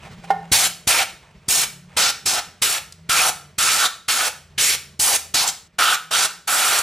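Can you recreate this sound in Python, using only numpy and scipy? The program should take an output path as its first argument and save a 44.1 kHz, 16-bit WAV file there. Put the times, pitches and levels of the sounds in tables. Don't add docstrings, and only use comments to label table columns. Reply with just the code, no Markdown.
import sys
import numpy as np
from scipy import signal
from scipy.fft import rfft, irfft, next_fast_len
from scipy.io import wavfile
from scipy.ndimage import uniform_filter1d

SR = 44100
rng = np.random.default_rng(int(sys.argv[2]) if len(sys.argv) > 2 else 0)


def transcribe(u):
    v = np.clip(np.atleast_2d(u).T, -1, 1)
    q = np.round(v * 32767).astype(np.int16)
    wavfile.write(sys.argv[1], SR, q)


N = 300762

# frequency in Hz, then left-right coherence, left phase lead in
# radians or left-minus-right level in dB, respectively.
PORT_COHERENCE = [(60, 1), (180, .995), (550, .99), (1650, .95), (5000, .88), (9000, .8), (14000, .62)]
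PORT_LEAD_RAD = [(0, 0), (4050, 0.28), (5000, 0.61), (6120, -0.46), (8010, -0.56), (8610, -0.75),
                 (9650, -1.43), (11600, -1.28), (12500, -0.3), (16000, -0.0)]
PORT_BALANCE_DB = [(130, 0), (250, -.6), (500, -2.8), (1000, -2.6), (2000, -1), (4000, -.4), (12000, -.2)]
# frequency in Hz, relative density in dB.
RUMBLE_SPECTRUM_DB = [(15, -59.5), (25, -29.5), (43, -8), (112, -12.5), (150, -9.5), (207, -10.5),
                      (264, -31.5), (404, -19.5), (573, -28), (621, -16), (673, -29), (2070, -27.5),
                      (8000, -41), (15000, -56.5)]
BRISTLE_SPECTRUM_DB = [(180, -36), (400, -11), (800, -4), (1500, -12.5), (2200, -8.5), (3000, -12.5),
                       (4500, -23), (9000, -24.5), (12000, -35.5), (15000, -45.5)]
JET_SPECTRUM_DB = [(35, -47), (60, -17), (308, -16.5), (480, -7.5), (553, -16), (698, -21.5), (946, -15.5),
                   (2300, -12), (3120, -6.5), (5590, 0), (10300, -0.5), (14600, -14), (16000, -25)]
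# time in seconds, level in dB.
RUMBLE_LEVEL_DB = [(0., -42), (.8, -53), (2.2, -51), (2.9, -54), (3.3, -49.5), (3.9, -60.5), (4.65, -53),
                   (5.5, -54), (6.3, -65), (6.82, -51)]
# start and end in seconds, first and last pitch in Hz, crest level in dB.
ENGINE_TONES = [(0., .85, 172, 168.9, -45), (1.15, 2.3, 143.7, 140, -52.5), (1.6, 2.1, 173, 180.6, -51.5),
                (1.6, 3.7, 90.7, 84.7, -58.5), (2.8, 3.4, 150, 185.3, -52), (3., 3.7, 149.6, 144.3, -54),
                (3.9, 5.7, 82.2, 80.1, -54.5), (4.2, 5.1, 143.6, 142.2, -54.5),
                (5.9, 6.55, 156.4, 176.6, -58)]
# frequency in Hz, then T60 in seconds, coherence or colour in dB, respectively.
SHED_T60_S = [(250, 0.77), (660, 0.38), (1740, 0.39), (4590, 0.41), (12100, 0.33)]
SHED_COHERENCE = [(200, .99), (1000, .98), (4000, 1.), (12000, .2)]
SHED_COLOUR_DB = [(200, -8.5), (1500, -2.5), (6000, -5.), (14000, -1.5)]
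# frequency in Hz, level in dB, T60 in seconds.
BASE_MODES = [(424, -24, .22), (436, -27, .3), (690, -8, .035), (754, -14, .25), (785, -6, .13),
              (800, -2, .1), (880, -9, .035), (1040, -15, .07), (1415, -21, .1), (1440, -19, .16),
              (1790, -22, .1), (1818, -21, .16), (2126, -20, .1), (2923, -30, .06)]
# time in seconds, gain in dB.
BRUSH_KNOCKS = [(.07, -39), (.2415, -36), (.3035, -6.5), (.429, -33.5)]
GRIT_TICKS = [(.242, -44.5), (.429, -56.5), (2.924, -31)]
# start in seconds, length in seconds, crest level in dB.
BRUSH_RUSTLES = [(0., 0.097, -43.5), (0.232, 0.035, -39.5), (0.267, 0.057, -41), (.35, 0.25, -52.5),
                 (1.19, .16, -53), (1.4, 0.11, -60), (1.872, 0.13, -51)]
# centre in Hz, width in Hz, relative level in dB.
HOUSING_MODES = [(1322, 330, -1), (1389, 300, 0)]
HOLLOW_MODES = [(686, 190, -10.5), (775, 220, 6)]
SPLASH_MODES = [(530, 460, -19.5), (1778, 340, -6.5), (2250, 430, -1.5), (3490, 2140, 1)]
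# centre time and length in seconds, pitch and width in Hz, level in dB.
EDGE_WHISTLES = [(0.595, 0.065, 724, 150, -34), (0.661, 0.03, 2920, 700, -25), (.96, .13, 2330, 250, -27),
                 (2.05, 0.12, 4800, 2500, -20), (2.29, 0.07, 5300, 2000, -23),
                 (3.193, 0.054, 2420, 250, -22.5), (3.68, 0.051, 1350, 250, -23),
                 (3.69, 0.023, 2420, 300, -30), (3.837, 0.049, 1385, 250, -19.5),
                 (3.855, 0.032, 3660, 500, -20), (4.65, 0.065, 7200, 2500, -24),
                 (4.68, .1, 2300, 500, -25.5), (5.03, 0.053, 8700, 3000, -18.5),
                 (5.088, 0.041, 960, 500, -26.5), (5.39, 0.1, 4300, 1500, -20),
                 (5.442, 0.047, 940, 300, -26.5), (5.479, 0.0056, 6800, 2500, -14.5),
                 (5.489, 0.013, 6000, 5000, -21), (5.887, 0.11, 3140, 1100, -22),
                 (6.149, 0.047, 3300, 600, -20.5), (6.79, 0.009, 7760, 2500, -17.5)]
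# centre time and length in seconds, gain in dB.
HISS_DIPS = [(3.657, 0.026, 0.5), (4.582, 0.041, -6.5), (4.75, .06, -2.5), (5.457, 0.03, -9),
             (6.115, .04, -7)]
# opening and shutting time in seconds; pop gain, treble gain and left-right
# balance in dB; then opening and shutting level in dB for jet, motor housing, base hollow and splash.
TRIGGER_PULLS = [(0.5165, .672, -14, -1, .1, -13, -19, -45, -31.5, -30, -31, -18.5, -27),
                 (.8712, 1.031, -19.5, 1.5, -0.042, -17, -25.5, -33, -31.5, -31.5, -26.5, -16.5, -22.5),
                 (1.4826, 1.641, -22.5, 0, 0, -17, -19.5, -55, -33.5, -41, -36.5, -32, -25.5),
                 (1.966, 2.106, -26.5, -3.5, 0.062, -17, -22.5, -25.5, -32, -24, -38.5, -22, -25),
                 (2.256, 2.395, -31, -4.5, .2, -14, -25, -39, -29.5, -38, -28.5, -25, -27),
                 (2.6177, 2.783, -26.5, 1, 0, -16, -27.5, -35, -36.5, -46, -34, -19, -30),
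                 (3.0914, 3.295, -24, 0, 0, -20, -19.5, -22, -25.5, -32.5, -27, -21, -25),
                 (3.5815, 3.869, -27, -2, -.5, -17.5, -20.5, -29.5, -28, -40.5, -32.5, -21.5, -24.5),
                 (4.081, 4.284, -35, -.5, -0.36, -21.5, -22.5, -23, -32, -43.5, -29.5, -22.5, -26.5),
                 (4.578, 4.751, -31, -1, 0, -16, -20, -44, -39, -49, -46, -22.5, -25),
                 (4.993, 5.165, -26.5, 1.5, -.3, -19, -19, -47, -38, -35.5, -32.5, -32, -23.5),
                 (5.3399, 5.498, -30.5, -4, 0, -17, -20, -26.5, -42, -32.5, -35, -22.5, -30.5),
                 (5.7842, 5.954, -35, 2, -.3, -23, -26, -18.5, -26.5, -28, -34.5, -19.5, -25),
                 (6.108, 6.259, -41, -5, -.6, -17, -18.5, -23.5, -26.5, -32, -34, -23.5, -25),
                 (6.473, 6.808, -52, 4.5, -.5, -24.5, -23, -25.5, -26, -31, -27.5, -24, -23.5)]

TIME_S = np.arange(N) / SR
SNAP_S, LEAK_S, EMPTYING_DB_PER_S = .0076, .0024, 1084
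SPURT_DB, SPURT_S = .9, .011
JET_WAVER_DB, SONG_WAVER_DB = .8, 1.8
BOUNCE_GAIN, BOUNCE_S, BOUNCE_SWAY = .3, .0009, .25
ECHO_DB, HUSH_S, HUSH_DB = -8.5, 5.678, -30
ENGINE_FADE_DB = -10
LOW_CUT_HZ, HIGH_CUT_HZ = 45., 15700


def amp(db):
    return 10 ** (np.asarray(db) / 20)


def unit_rms(x):
    return x / np.sqrt(np.mean(x ** 2) + 1e-20)


def lookup(table, hz):
    table_hz, value = np.transpose(table)
    return np.interp(np.log(hz + 1), np.log(table_hz + 1), value)


def swell(start_s, end_s):
    return np.sin(np.interp(TIME_S, [start_s, end_s], [0, np.pi]))


def waver(smooth_s):
    size = round(smooth_s * SR)
    return unit_rms(uniform_filter1d(uniform_filter1d(rng.standard_normal(N), size), size))


def band(x, hz, width_hz):
    return unit_rms(signal.lfilter(*signal.iirpeak(hz, hz / width_hz, SR), x))


def struck(events, shape):
    train = np.zeros(N)
    for at_s, db in events:
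        train[round(at_s * SR)] = amp(db)
    return signal.oaconvolve(train, shape)[:N]


def port_noise():
    size = next_fast_len(N)
    hz = np.fft.rfftfreq(size, 1 / SR)
    left, other = rfft(rng.standard_normal((2, size)))
    coherence = lookup(PORT_COHERENCE, hz)
    right = coherence * left + np.sqrt(1 - coherence ** 2) * other
    right *= np.exp(-1j * lookup(PORT_LEAD_RAD, hz))
    balance = amp(lookup(PORT_BALANCE_DB, hz) / 2)
    return irfft(np.array([left * balance, right / balance]), size)[:, :N]


def coloured_noise(spectrum, frame, patch_db, flicker_db):
    framing = dict(fs=SR, nperseg=frame, noverlap=frame * 3 // 4)
    hz, t, bins = signal.stft(port_noise(), **framing)
    patches = uniform_filter1d(rng.standard_normal(bins.shape[1:]), frame // 128, axis=0)
    patches = unit_rms(uniform_filter1d(patches, 4096 // frame, axis=1))
    flicker = unit_rms(uniform_filter1d(rng.standard_normal(len(t)), size=2))
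    bins *= amp(lookup(spectrum, hz)[:, None] + patch_db * patches + flicker_db * flicker)
    return unit_rms(signal.istft(bins, **framing)[1][:, :N])


def drone():
    rumble = coloured_noise(RUMBLE_SPECTRUM_DB, frame=2048, patch_db=1.5, flicker_db=2.2)
    out = amp(np.interp(TIME_S, *np.transpose(RUMBLE_LEVEL_DB))) * rumble
    for start_s, end_s, first_hz, last_hz, db in ENGINE_TONES:
        hz = np.interp(TIME_S, [start_s, end_s], [first_hz, last_hz]) * (1 + .01 * waver(.05))
        near = swell(start_s, end_s)
        level = np.minimum(10 * near, 1) * amp(db + ENGINE_FADE_DB * (1 - near) + 2.5 * waver(.05))
        out += np.sqrt(2) * level * np.sin(2 * np.pi * np.cumsum(hz) / SR)
    return out


def shed_echo(x):
    out, slots = 0, np.arange(300, SR - 20, 20)
    for k in range(3):
        taps = np.zeros((2, SR))
        arrivals = slots + rng.integers(0, 20, (2, len(slots)))
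        np.put_along_axis(taps, arrivals, rng.choice([-1., 1.], arrivals.shape), 1)
        hz, t, bins = signal.stft(taps, SR, nperseg=256)
        hz = hz[:, None]
        coherence = lookup(SHED_COHERENCE, hz)
        bins[1] = coherence * bins[0] + np.sqrt(1 - coherence ** 2) * bins[1]
        bins[1] *= np.exp(-1j * lookup(PORT_LEAD_RAD, hz))
        bins *= amp(lookup(SHED_COLOUR_DB, hz) - 60 * t / lookup(SHED_T60_S, hz))
        tail = signal.istft(bins, SR, nperseg=256)[1]
        tail = tail[:, :SR * 2 // 3] / np.linalg.norm(tail[0])
        share = np.sqrt(2 / 3) * np.cos(6 * np.pi * TIME_S + k * np.pi / 3)
        out = out + signal.oaconvolve((share * x.mean(0))[None], tail, axes=1)[:, :N]
    return out


def echo_hush():
    next_pull_s = min(opens_s for opens_s, *_ in TRIGGER_PULLS if opens_s > HUSH_S)
    hushed = (TIME_S > HUSH_S) & (TIME_S < next_pull_s)
    return uniform_filter1d(amp(HUSH_DB * hushed), size=400)


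def brush():
    t = np.arange(SR // 2) / SR
    ring = sum(amp(db - 60 * t / t60_s) * np.sin(2 * np.pi * hz * t) for hz, db, t60_s in BASE_MODES)
    clatter = amp(-22.5 - 60 * t / .056) * band(rng.standard_normal(len(t)), 3000, 2700)
    knock = (ring + clatter) * (1 - np.exp(-t / .0012))
    tick = band(band(rng.standard_normal(400), 5500, 4000), 5500, 6000) * np.exp(-t[:400] / .003)
    hits = struck(BRUSH_KNOCKS, knock) * amp([[-1.7], [1.7]]) + struck(GRIT_TICKS, tick)
    rustle = sum(amp(db) * swell(at_s, at_s + length_s) for at_s, length_s, db in BRUSH_RUSTLES)
    return hits + rustle * coloured_noise(BRISTLE_SPECTRUM_DB, frame=256, patch_db=2.5, flicker_db=3.)


def valve_pops():
    t = np.arange(-200, 1200) / SR
    pop = -np.exp(-(t / .00082) ** 2) + .55 * np.exp(-((t - .003) / .0026) ** 2)
    pops = struck([(opens_s, pop_db) for opens_s, _, pop_db, *_ in TRIGGER_PULLS], pop)
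    return np.roll(pops, -165)


def airflow():
    flow = np.zeros(N)
    for opens_s, shuts_s, *_ in TRIGGER_PULLS:
        opening = np.clip((TIME_S - opens_s + LEAK_S) / SNAP_S, 0, 1) ** 2
        flow += opening * amp(-EMPTYING_DB_PER_S * np.maximum(TIME_S - shuts_s, 0))
    return flow


def edge_whistles():
    noise, out = port_noise(), np.zeros((2, N))
    for at_s, length_s, hz, width_hz, db in EDGE_WHISTLES:
        span = slice(round((at_s - 2 * length_s) * SR), round((at_s + 2 * length_s) * SR))
        level = amp(db) * np.exp(-(2 * (TIME_S[span] - at_s) / length_s) ** 2)
        out[:, span] += level * band(band(noise[:, span], hz, width_hz), hz, 2 * width_hz)
    return out


def fan_song(modes):
    noise = port_noise()
    return unit_rms(sum((-1) ** k * amp(db) * band(noise, hz, width_hz)
                        for k, (hz, width_hz, db) in enumerate(modes)))


def jet_hiss(treble_db):
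    direct = coloured_noise(JET_SPECTRUM_DB, frame=512, patch_db=1.8, flicker_db=1.)
    delay_s = BOUNCE_S * (1 + BOUNCE_SWAY * np.tanh(waver(.12)))
    bounce = np.array([np.interp(TIME_S - delay_s, TIME_S, side) for side in direct])
    hiss = unit_rms(direct + BOUNCE_GAIN * bounce)
    treble = signal.filtfilt(*signal.butter(2, 8000., "high", fs=SR), hiss)
    return hiss + (amp(treble_db) - 1) * treble


def blow_gun():
    columns = np.transpose(TRIGGER_PULLS)
    pull = np.maximum(np.searchsorted(columns[0] - .015, TIME_S) - 1, 0)
    opens_s, shuts_s, _, treble_db, pan_db, *levels_db = columns[:, pull]
    since_s = TIME_S - opens_s
    progress = np.clip(since_s / (shuts_s - opens_s), 0, 1)
    jet_db, *songs_db = (first + (last - first) * progress
                         for first, last in zip(levels_db[::2], levels_db[1::2]))
    dip_db = sum(db * np.exp(-(2 * (TIME_S - at_s) / length_s) ** 2) for at_s, length_s, db in HISS_DIPS)
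    spurt_db = SPURT_DB * np.exp(-np.maximum(since_s, 0) / SPURT_S)
    air = jet_hiss(treble_db) * amp(jet_db + dip_db + spurt_db + JET_WAVER_DB * waver(.03))
    for db, modes in zip(songs_db, [HOUSING_MODES, HOLLOW_MODES, SPLASH_MODES]):
        air += amp(db + SONG_WAVER_DB * waver(.03)) * fan_song(modes)
    return airflow() * (air * amp([pan_db / 2, -pan_db / 2]) + edge_whistles())


def scene():
    near = blow_gun() + valve_pops() + brush()
    return near + amp(ECHO_DB) * echo_hush() * shed_echo(near) + drone()


def record(dry):
    thin = signal.lfilter(*signal.butter(2, LOW_CUT_HZ, "high", fs=SR), dry)
    lowpass = signal.firwin(511, HIGH_CUT_HZ, window=("kaiser", 9), fs=SR)
    return signal.oaconvolve(thin, lowpass[None], "same")


dry = scene()
out = record(dry)
transcribe(out)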